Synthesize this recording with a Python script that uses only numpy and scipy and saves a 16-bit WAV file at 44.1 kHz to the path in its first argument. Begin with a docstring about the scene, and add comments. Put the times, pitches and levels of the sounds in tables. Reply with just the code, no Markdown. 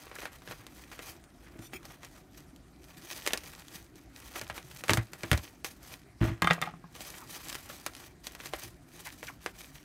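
"""Quiet kitchen: cling film is pulled off a roll, wrapped round a parcel on a wooden board and cut with a knife.
Film: dense random clicks rustle under hand gestures; sharp snaps are decaying noise, creaks narrow noise swells.
Parcel and knife thump and knock: contact pulses ring the modes of board and handle.
Picked up, the blade rings as gritty friction drives its steel modes; it clatters when put down.
Appliance hum is coloured noise; a short noise tail gives the room echo."""
import sys
import numpy as np
from scipy import signal
from scipy.io import wavfile
from scipy.ndimage import uniform_filter1d

SR = 44100
rng = np.random.default_rng(int(sys.argv[2]) if len(sys.argv) > 2 else 0)


def bounce(signal):
    """Save signal as a 16-bit WAV file at the path given by the first command-line argument."""
    frames = np.transpose(np.atleast_2d(signal))
    limited = np.clip(frames, -1, 1)
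    pcm = np.round(limited * 32767).astype(np.int16)
    wavfile.write(sys.argv[1], SR, pcm)


N = 433942


def from_db(db):
    """Amplitude gain of a level in dB."""
    return 10 ** (np.asarray(db) / 20)


def rms_one(x):
    """Scale to rms 1."""
    return x / np.sqrt(np.mean(x ** 2) + 1e-20)


def in_time(rows):
    """Interpolate every column of a (time_s, ...) curve at each sample."""
    time_s, *columns = np.transpose(rows)
    return [np.interp(np.arange(N) / SR, time_s, column) for column in columns]


def drift(rate_hz):
    """Slow random curve of rms 1: noise through a double pole, computed every 40 samples."""
    pole = np.exp(-2 * np.pi * rate_hz * 40 / SR)
    noise = rng.standard_normal(N // 40 + 2002)
    slow = signal.lfilter([1], [1, -2 * pole, pole ** 2], noise)[2000:]   # settled part
    return np.interp(np.arange(N) / 40, np.arange(len(slow)), rms_one(slow))


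def band(x, low_hz, high_hz):
    """Butterworth band-pass."""
    sos = signal.butter(2, [low_hz, min(high_hz, .47 * SR)], "band", fs=SR, output="sos")
    return signal.sosfilt(sos, x + 1e-18)


def coloured(pair, spectrum, patchy_db):
    """Third-octave bands taken in turn from two sources, each flickering in level; rms 1."""
    hz, level_db = np.transpose(spectrum)
    edges_hz = hz[0] * 2 ** np.arange(0, np.log2(18000 / hz[0]), 1 / 3)
    out = 0
    for k, (low_hz, high_hz) in enumerate(zip(edges_hz, edges_hz[1:])):
        band_db = np.interp(np.log(low_hz * high_hz) / 2, np.log(hz), level_db)
        gain = from_db(band_db + patchy_db * drift(10.5))
        out = out + gain * band(pair[k % 2], low_hz, high_hz)
    return rms_one(out)


def ring(clicks, hz, t60_s):
    """Two-pole resonance: a unit click starts a decaying sine of height 1."""
    pole, w = from_db(-60 / (t60_s * SR)), 2 * np.pi * hz / SR
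    return signal.lfilter([0, np.sin(w)], [1, -2 * pole * np.cos(w), pole ** 2], clicks + 1e-18)


def grains(per_s, spread_db, clump_db):
    """Random clicks of very unequal size and either sign, at a drifting rate that clumps them."""
    size_db = spread_db * np.minimum(rng.exponential(1, N), 3.5)
    sizes = from_db(size_db) * rng.choice([-1, 1], N)
    chance = per_s * from_db(clump_db * drift(25)) / SR
    return sizes * (rng.random(N) < chance)


def gesture(full_s, swell_s, hold_s, level_db, fade_db_per_s):
    """Gain of one movement: 15 dB even rise over swell_s, hold, even fade in dB."""
    t = np.arange(N) / SR - full_s
    rise_db = 15 * np.minimum(t, 0) / swell_s
    fade_db = fade_db_per_s * np.maximum(t - hold_s, 0)
    return from_db(level_db + rise_db - fade_db)


def hum():
    """Appliance hum: noise shaped by a mostly low spectrum whose bands waver."""
    # hum spectrum: hz, relative_db_per_hz
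    hum_spectrum = [(15, -59), (25, -7), (49, 7), (80, -4), (117, -0.5), (170, -2), (210, -10.5),
                    (305, 1.5), (450, -22.5), (796, -10.5), (863, -23.5), (1190, -20), (2150, -23),
                    (2700, -30.5), (9070, -32.5), (16000, -44)]
    return from_db(-55) * coloured(rng.standard_normal((2, N)), hum_spectrum, patchy_db=3.0)


def rustle():
    """Clinging layers part in tiny slips and fewer dry ticks; larger folds buckle with a duller sound."""
    # pulls, presses, folds of the hands: full_s, swell_s, hold_s, crackle_db
    hand_moves = [(0.0, .05, 0.0059, -52), (0.205, 0.17, 0.043, -50.5), (0.324, 0.019, 0.015, -56.5),
                  (0.498, 0.084, 0.015, -51.5), (0.575, 0.025, 0.041, -59.5), (0.796, 0.11, 0.037, -55),
                  (0.917, 0.014, 0.014, -55.5), (1.072, 0.18, 0.024, -50), (1.457, 0.086, 0.0089, -62),
                  (1.59, 0.13, 0.047, -63), (1.732, 0.011, .01, -56), (1.849, 0.012, 0.011, -52.5),
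                  (1.904, 0.015, 0.0072, -56), (2.04, 0.042, 0.025, -57.5), (2.15, 0.05, 0.028, -60.5),
                  (2.381, 0.069, 0.014, -59), (2.91, 0.13, 0.018, -59.5), (3.131, 0.18, 0.057, -47),
                  (3.249, 0.034, 0.086, -45), (3.438, 0.093, 0.16, -54), (3.746, 0.1, 0.017, -48.5),
                  (3.964, 0.032, 0.021, -61), (4.172, 0.036, 0.15, -53.5), (4.35, 0.051, 0.038, -46.5),
                  (4.482, 0.11, 0.015, -57), (4.562, 0.022, 0.012, -48), (4.75, 0.21, 0.06, -55),
                  (4.89, 0.039, 0.053, -41.5), (5.136, 0.012, 0.015, -60), (5.248, 0.17, 0.057, -52),
                  (5.28, 0.029, 0.21, -55), (5.648, 0.0051, 0.017, -47.5), (5.893, 0.099, 0.031, -50.5),
                  (6.21, 0.0064, 0.038, -49), (6.438, .02, 0.099, -55.5), (6.621, 0.011, 0.0088, -54.5),
                  (6.959, 0.042, 0.22, -50.5), (7.322, 0.12, 0.054, -47.5), (7.465, 0.097, 0.1, -46.5),
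                  (7.658, 0.16, 0.096, -52), (7.815, 0.04, 0.082, -56.5), (8.004, 0.073, 0.028, -49.5),
                  (8.248, 0.013, 0.011, -48), (8.435, 0.12, 0.042, -50), (8.53, 0.018, 0.12, -49.5),
                  (8.981, 0.087, 0.014, -52), (9.064, 0.034, 0.017, -46.5), (9.267, 0.13, 0.011, -50.5),
                  (9.417, 0.018, 0.04, -55.5), (9.551, 0.025, 0.011, -53.5), (9.618, 0.038, 0.056, -53),
                  (9.747, 0.035, 0.015, -52)]
    # dullness of the handling, strongest while the knife is put down: time_s, folds_over_crackle_db
    dullness = [(0, -0.5), (.5, 1), (1.1, -2.5), (1.5, 4.5), (2.2, -1), (3.1, -5), (3.9, -4.5), (4.4, -2),
                (5.6, -5), (6.1, -1.5), (6.3, 8), (6.7, 15.5), (6.95, -4), (8.1, -4), (8.5, -4),
                (9.3, -8.5), (9.84, -6)]
    # crackle spectrum: hz, relative_db_per_hz
    crackle_spectrum = [(1060, -75), (1800, -6), (2060, -2), (6530, -1.5), (7490, -3.5), (13800, -6),
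                        (16000, -11.5)]
    rest_db, settle_db_per_s = -78, 203   # faint creep; fade after a gesture
    power = sum(gesture(*row, settle_db_per_s) ** 2 for row in hand_moves)
    hands = np.sqrt(from_db(rest_db) ** 2 + power)
    folds_db, = in_time(dullness)
    surge = from_db(2.0 * drift(45))   # uneven pull

    slips = rms_one(grains(2500, spread_db=1.0, clump_db=7.0))
    clicks = grains(220, spread_db=5.5, clump_db=2.5)
    crease = rng.integers(0, 4, N)   # crease size sets the band of each tick
    ticks = 0
    for k in range(4):
        ticks = ticks + rms_one(band(clicks * (crease == k), 900 * 2 ** k, 3600 * 2 ** k))
    crackle = slips + .6 * rms_one(ticks)
    bright = coloured(crackle + .22 * rng.standard_normal((2, N)), crackle_spectrum, patchy_db=.6)

    buckles = rms_one(grains(900, spread_db=2.0, clump_db=4.5))
    folds = rms_one(band(buckles + 0.54 * crackle, 330, 2210))
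    return surge * hands * (bright + from_db(folds_db) * folds)


def snaps():
    """Film lets go or is struck: a brief crack, then the sheet shivers; both lower parts last longer."""
    # releases and strikes, wide creases sound dull: start_s, crack_drive_db, dull_over_crack_db
    releases = [(0.1146, -52, 22), (0.0683, -46.5, 11.5), (0.1862, -40, 13), (0.233, -43, 12),
                (0.2552, -36.5, 14.5), (.42, -47, 10), (0.4756, -42, 13), (.5109, -44, 12),
                (0.6669, -34, -2.5), (0.916, -39, 5), (0.9918, -36, 8.5), (1.24, -43, -14), (1.591, -45, 0),
                (1.734, -39.5, 10.5), (1.8305, -45.5, 2), (1.8537, -33.5, -11), (2.0322, -38.5, 6.5),
                (2.048, -33.5, -20), (2.562, -45, -9), (2.842, -45, -27), (3.1122, -29, -0.5),
                (3.1628, -31.5, -14), (3.2643, -18.5, -3.5), (3.275, -14.5, -6), (3.307, -45.5, 21.5),
                (3.334, -12.5, -2.5), (3.3753, -23, -9), (3.4362, -36.5, -4), (3.683, -35.5, -28),
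                (3.957, -42.5, -18), (4.359, -35, 12), (4.4141, -25.5, 1.5), (4.4994, -36, 16),
                (4.579, -35, 10.5), (4.7143, -35, -21), (4.838, -26.5, 2.5), (4.8826, -26.5, 4),
                (4.8949, -16.5, 10), (4.8981, -31, 17), (4.9057, -14.5, 4), (4.9345, -12.5, -3),
                (4.9731, -20, 5.5), (5.1338, -30, -0.5), (5.2341, -28.5, 11), (5.3153, -13.5, 2),
                (5.3303, -16.5, 4.5), (5.3766, -25, -6), (5.6458, -20.5, -1.5), (6.421, -15.5, 2),
                (6.4442, -28, 8), (6.4729, -25.5, 3), (6.5089, -29.5, 22.5), (6.5336, -24.5, -13),
                (6.6163, -22, -2), (6.637, -36, -20), (6.674, -48, -20), (7.007, -31, -5.5),
                (7.054, -41, 1), (7.088, -35, -5), (7.4932, -31, -14), (7.528, -26.5, -18),
                (7.546, -28, -15), (7.553, -26, -3.5), (7.699, -41.5, 14), (7.864, -17, -5),
                (7.936, -41, -25), (7.951, -33, -25), (7.966, -35, -29), (8.2696, -23, -11),
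                (8.3509, -32.5, 1), (8.402, -51.5, 22.5), (8.4583, -30.5, 0), (8.536, -27, 9),
                (9.229, -40, 15), (9.462, -26, 7), (9.6077, -40, -4)]
    deep_db, deep_follows = 2, 0.79   # deep drive over crack; share of dull_over_crack_db added
    t = np.arange(round(.12 * SR)) / SR
    shiver = rng.standard_normal((len(releases), len(t)))
    shiver *= rng.exponential(.7, shiver.shape)   # unequal small releases
    shiver = np.clip(shiver, -2, 2)
    shiver[:, 0] = 3 * np.sign(shiver[:, 0])   # first release: one clean jolt
    # crack, dull, deep: crack time constant s, shiver share, shiver t60 s
    decays = [(.0006, 0.44, 0.049), (.001, 0.55, 0.084), (.002, .25, .07)]
    shapes = [np.exp(-t / crack_s) + share * from_db(-60 * t / t60_s) for crack_s, share, t60_s in decays]

    parts = np.zeros((3, N + len(t)))
    for (start_s, crack_db, dull_db), noise in zip(releases, shiver):
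        at = round(start_s * SR)
        over_crack_db = [0, dull_db, deep_db + deep_follows * dull_db]
        for part, over_db, shape in zip(parts, over_crack_db, shapes):
            part[at:at + len(t)] += from_db(crack_db + over_db) * shape * noise
    gentle = signal.butter(1, [1400, 6500], "band", fs=SR, output="sos")
    crack = signal.sosfilt(gentle, parts[0] + 1e-18)
    dull, deep = band(parts[1], 403, 2640), band(parts[2], 266, 780)
    return (crack + dull + deep)[:N]


def struck(pushes, modes, gain_db, spread_db, favour_db_per_octave, rattle_db, rattle_hz):
    """Each push drives each mode at a random strength, most near its favoured pitch; loose parts rattle."""
    out = np.zeros(N)
    chance = rng.standard_normal((len(pushes), len(modes)))
    for k, (hz, mode_db, t60_s) in enumerate(modes):
        force = np.zeros(N)
        sign = (-1) ** k   # neighbouring modes start in opposite senses
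        for (start_s, drive_db, contact_s, favoured_hz), own in zip(pushes, chance[:, k]):
            # a soft, long contact spares the high modes
            bump = np.hanning(max(round(contact_s * SR), 1) + 2)[1:-1]
            away_db = favour_db_per_octave * abs(np.log2(hz / favoured_hz))
            push_db = drive_db + gain_db + mode_db - away_db + spread_db * own
            at = round(start_s * SR)
            force[at:at + len(bump)] += from_db(push_db) * sign * bump / bump.sum()
        out += ring(force, hz, t60_s)
    rattle = rms_one(band(band(rng.standard_normal(N), *rattle_hz), *rattle_hz))
    envelope = uniform_filter1d(abs(out), size=101, origin=50)   # mean of the latest 101 samples
    return out + from_db(rattle_db) * envelope * rattle


def board_thumps():
    """Weight landing on the board rings its low wooden modes; the spot favours one pitch."""
    # landings: start_s, drive_db, contact_s, favoured_hz
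    landings = [(0.085, -52, 0.0059, 62), (0.49, -37, 0.0022, 110), (1.553, -38, .0007, 425),
                (1.59, -31, 0.0013, 210), (1.736, -37, 0.0033, 330), (4.42, -35, 0.003, 280),
                (4.497, -35, 0.0053, 200), (4.894, -20, 0.0028, 110), (4.906, -16.5, 0.0016, 280),
                (4.935, -21, 0.0024, 110), (4.977, -17.5, 0.0032, 110), (5.234, -28.5, 0.0017, 280),
                (5.315, -7, 0.0041, 79.3), (5.328, -11.5, 0.004, 110), (5.377, -26.5, 0.0032, 110),
                (6.211, -12.5, 0.0017, 129), (6.228, -14.5, 0.0028, 330), (6.248, -20.5, 0.00081, 636),
                (6.273, -21.5, 0.0021, 100), (6.295, -22, 0.0023, 250), (6.313, -23.5, 0.0027, 111),
                (6.422, -21.5, 0.0016, 172), (6.468, -33, 0.00027, 177.6), (8.637, -36.5, 0.003, 100)]
    # board modes: pitch_hz, relative_db, t60_s
    board_modes = [(62, -3, 0.11), (81, -7.5, 0.15), (113.3, -1.5, 0.14), (201, -9.5, 0.065),
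                   (166, -7, 0.051), (240, -9, 0.11), (280, -10, 0.13), (334.4, -6.5, 0.16),
                   (435, -11, 0.078), (644, -12, 0.21), (880, -38, 0.058)]
    return struck(landings, board_modes, gain_db=-3.5, spread_db=2.0, favour_db_per_octave=4,
                  rattle_db=-17.5, rattle_hz=(550, 2700))


def creaks():
    """Stretched film slips over itself: friction noise swells through one resonance of the taut sheet."""
    # creaks: start_s, length_s, pitch_hz, level_db
    slip_events = [(0.15, 0.025, 1530, -43), (9.051, 0.046, 1800, -43.5), (9.272, 0.028, 1860, -41),
                   (9.052, 0.036, 830, -48.5), (9.287, 0.026, 940, -45.5), (7.17, .09, 1050, -50.5)]
    out = np.zeros(N)
    friction = rng.standard_normal((len(slip_events), SR // 10))
    for (start_s, length_s, hz, level_db), noise in zip(slip_events, friction):
        swell = np.hanning(round(length_s * SR))
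        tone = rms_one(band(noise, 0.8 * hz, 1.3 * hz))[:len(swell)]
        at = round(start_s * SR)
        out[at:at + len(swell)] += from_db(level_db) * swell * tone
    return out


def blade_slides():
    """The blade slides in short jerks; gritty friction rings the narrow modes of the steel."""
    # jerks, one list per grip: full_s, swell_s, hold_s, friction_db
    grip_jerks = [
        [(1.624, .012, .006, -54.5), (1.645, .01, .005, -55), (1.661, .01, .008, -56)],
        [(1.736, 0.0028, 0.0069, -45), (1.759, .012, .006, -45.5)],
    ]
    # blade modes, one list per grip: pitch_hz, width_hz, relative_db
    grip_modes = [
        [(3590, 57, 0), (4600, 100, -6), (6030, 130, 2), (7200, 74, -1), (8800, 120, -1), (10200, 80, -1),
         (11600, 170, -4), (12500, 63, -6), (13500, 51, -10)],
        [(372, 22, 1), (2380, 94, 1), (2536, 63, -2), (3250, 83, -7.5), (5400, 210, -11), (7000, 120, -11),
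         (9570, 96, -13), (11800, 44, -24), (14800, 54, -14)],
    ]
    out = np.zeros(N)
    for jerks, modes in zip(grip_jerks, grip_modes):
        grit = rms_one(grains(3000, spread_db=3.0, clump_db=2.0))
        friction = grit * sum(gesture(*jerk, fade_db_per_s=1200) for jerk in jerks)
        out += .5 * band(friction, 2300, 15000)   # the scrape itself
        total = np.sqrt(sum(from_db(mode_db) ** 2 for _, _, mode_db in modes))
        for hz, width_hz, mode_db in modes:
            even = np.sqrt(4 * np.pi * width_hz / SR)   # offsets the gain of narrow modes
            out += from_db(mode_db) / total * even * ring(friction, hz, 2.2 / width_hz)
    return out


def knife_knocks():
    """Handle and blade knock on the wood in short contacts that ring the knife's modes."""
    # knocks: start_s, drive_db, contact_s, favoured_hz
    contacts = [(6.213, -33, 0.00024, 1300), (6.422, -11, 0.00031, 1790), (6.445, -12.5, 0.00016, 1090),
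                (6.4724, -9.5, .0001, 1500), (6.502, -15, 0.000078, 1530), (6.5088, -9, .0002, 1270),
                (6.58, -22, 0.00074, 900), (6.6155, -31, 0.00011, 3100), (6.623, -15.5, 0.00025, 2100),
                (6.642, -21, 0.00093, 1260), (6.658, -33, 0.00027, 2900), (6.673, -22, 0.00058, 900),
                (6.737, -29, 0.0008, 1200), (6.84, -30.5, .0008, 1000)]
    # knife modes: pitch_hz, relative_db, t60_s
    knife_modes = [(170, 9.5, 0.14), (706, -2.5, 0.044), (847, -6, 0.07), (1064, -2, 0.043),
                   (1250, 1.5, 0.038), (1510, -2, 0.016), (1640, -4.5, 0.062), (1910, 0, 0.035),
                   (2100, -1, 0.048), (2380, -1.5, 0.04), (2770, -8, 0.046), (3100, -4, .04),
                   (3576, 2.5, 0.042), (4620, -7, .045), (6070, -24, 0.088), (6860, -20, 0.089),
                   (8560, -20, .12)]
    return struck(contacts, knife_modes, gain_db=-11, spread_db=4, favour_db_per_octave=6,
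                  rattle_db=-19, rattle_hz=(700, 3300))


def kitchen(x):
    """Diffuse echoes of a small hard room: a noise tail of unit energy, duller as it ages."""
    t60_s = 0.14   # low band; the high band dies 1.5 times as fast
    t = np.arange(round(.4 * SR)) / SR
    noise = rng.standard_normal(len(t))
    low = band(noise, 355, 3600) * from_db(-60 * t / t60_s)
    high = band(noise, 4500, 9200) * from_db(-90 * t / t60_s)
    tail = (low + high) * (t > .003)
    return signal.fftconvolve(x, tail / np.sqrt(np.sum(tail ** 2)))[:N]


def scene():
    """Film, board and knife close by, the room and its hum around them."""
    film = rustle() + snaps() + creaks()
    near = film + board_thumps() + blade_slides() + knife_knocks()
    echo = from_db(-18) * kitchen(near)
    return (near + echo + hum())[None]


def record(dry):
    """The microphone loses the deepest bass and dips a little near 10 kHz; the top is cut steeply."""
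    x = signal.sosfilt(signal.butter(3, 45, "high", fs=SR, output="sos"), dry)
    x = x - .5 * band(x, 9950, 10570)
    return signal.sosfilt(signal.cheby2(14, 60, 16300, fs=SR, output="sos"), x)   # 60 dB down at 16.3 kHz


dry = scene()
out = record(dry)
bounce(out)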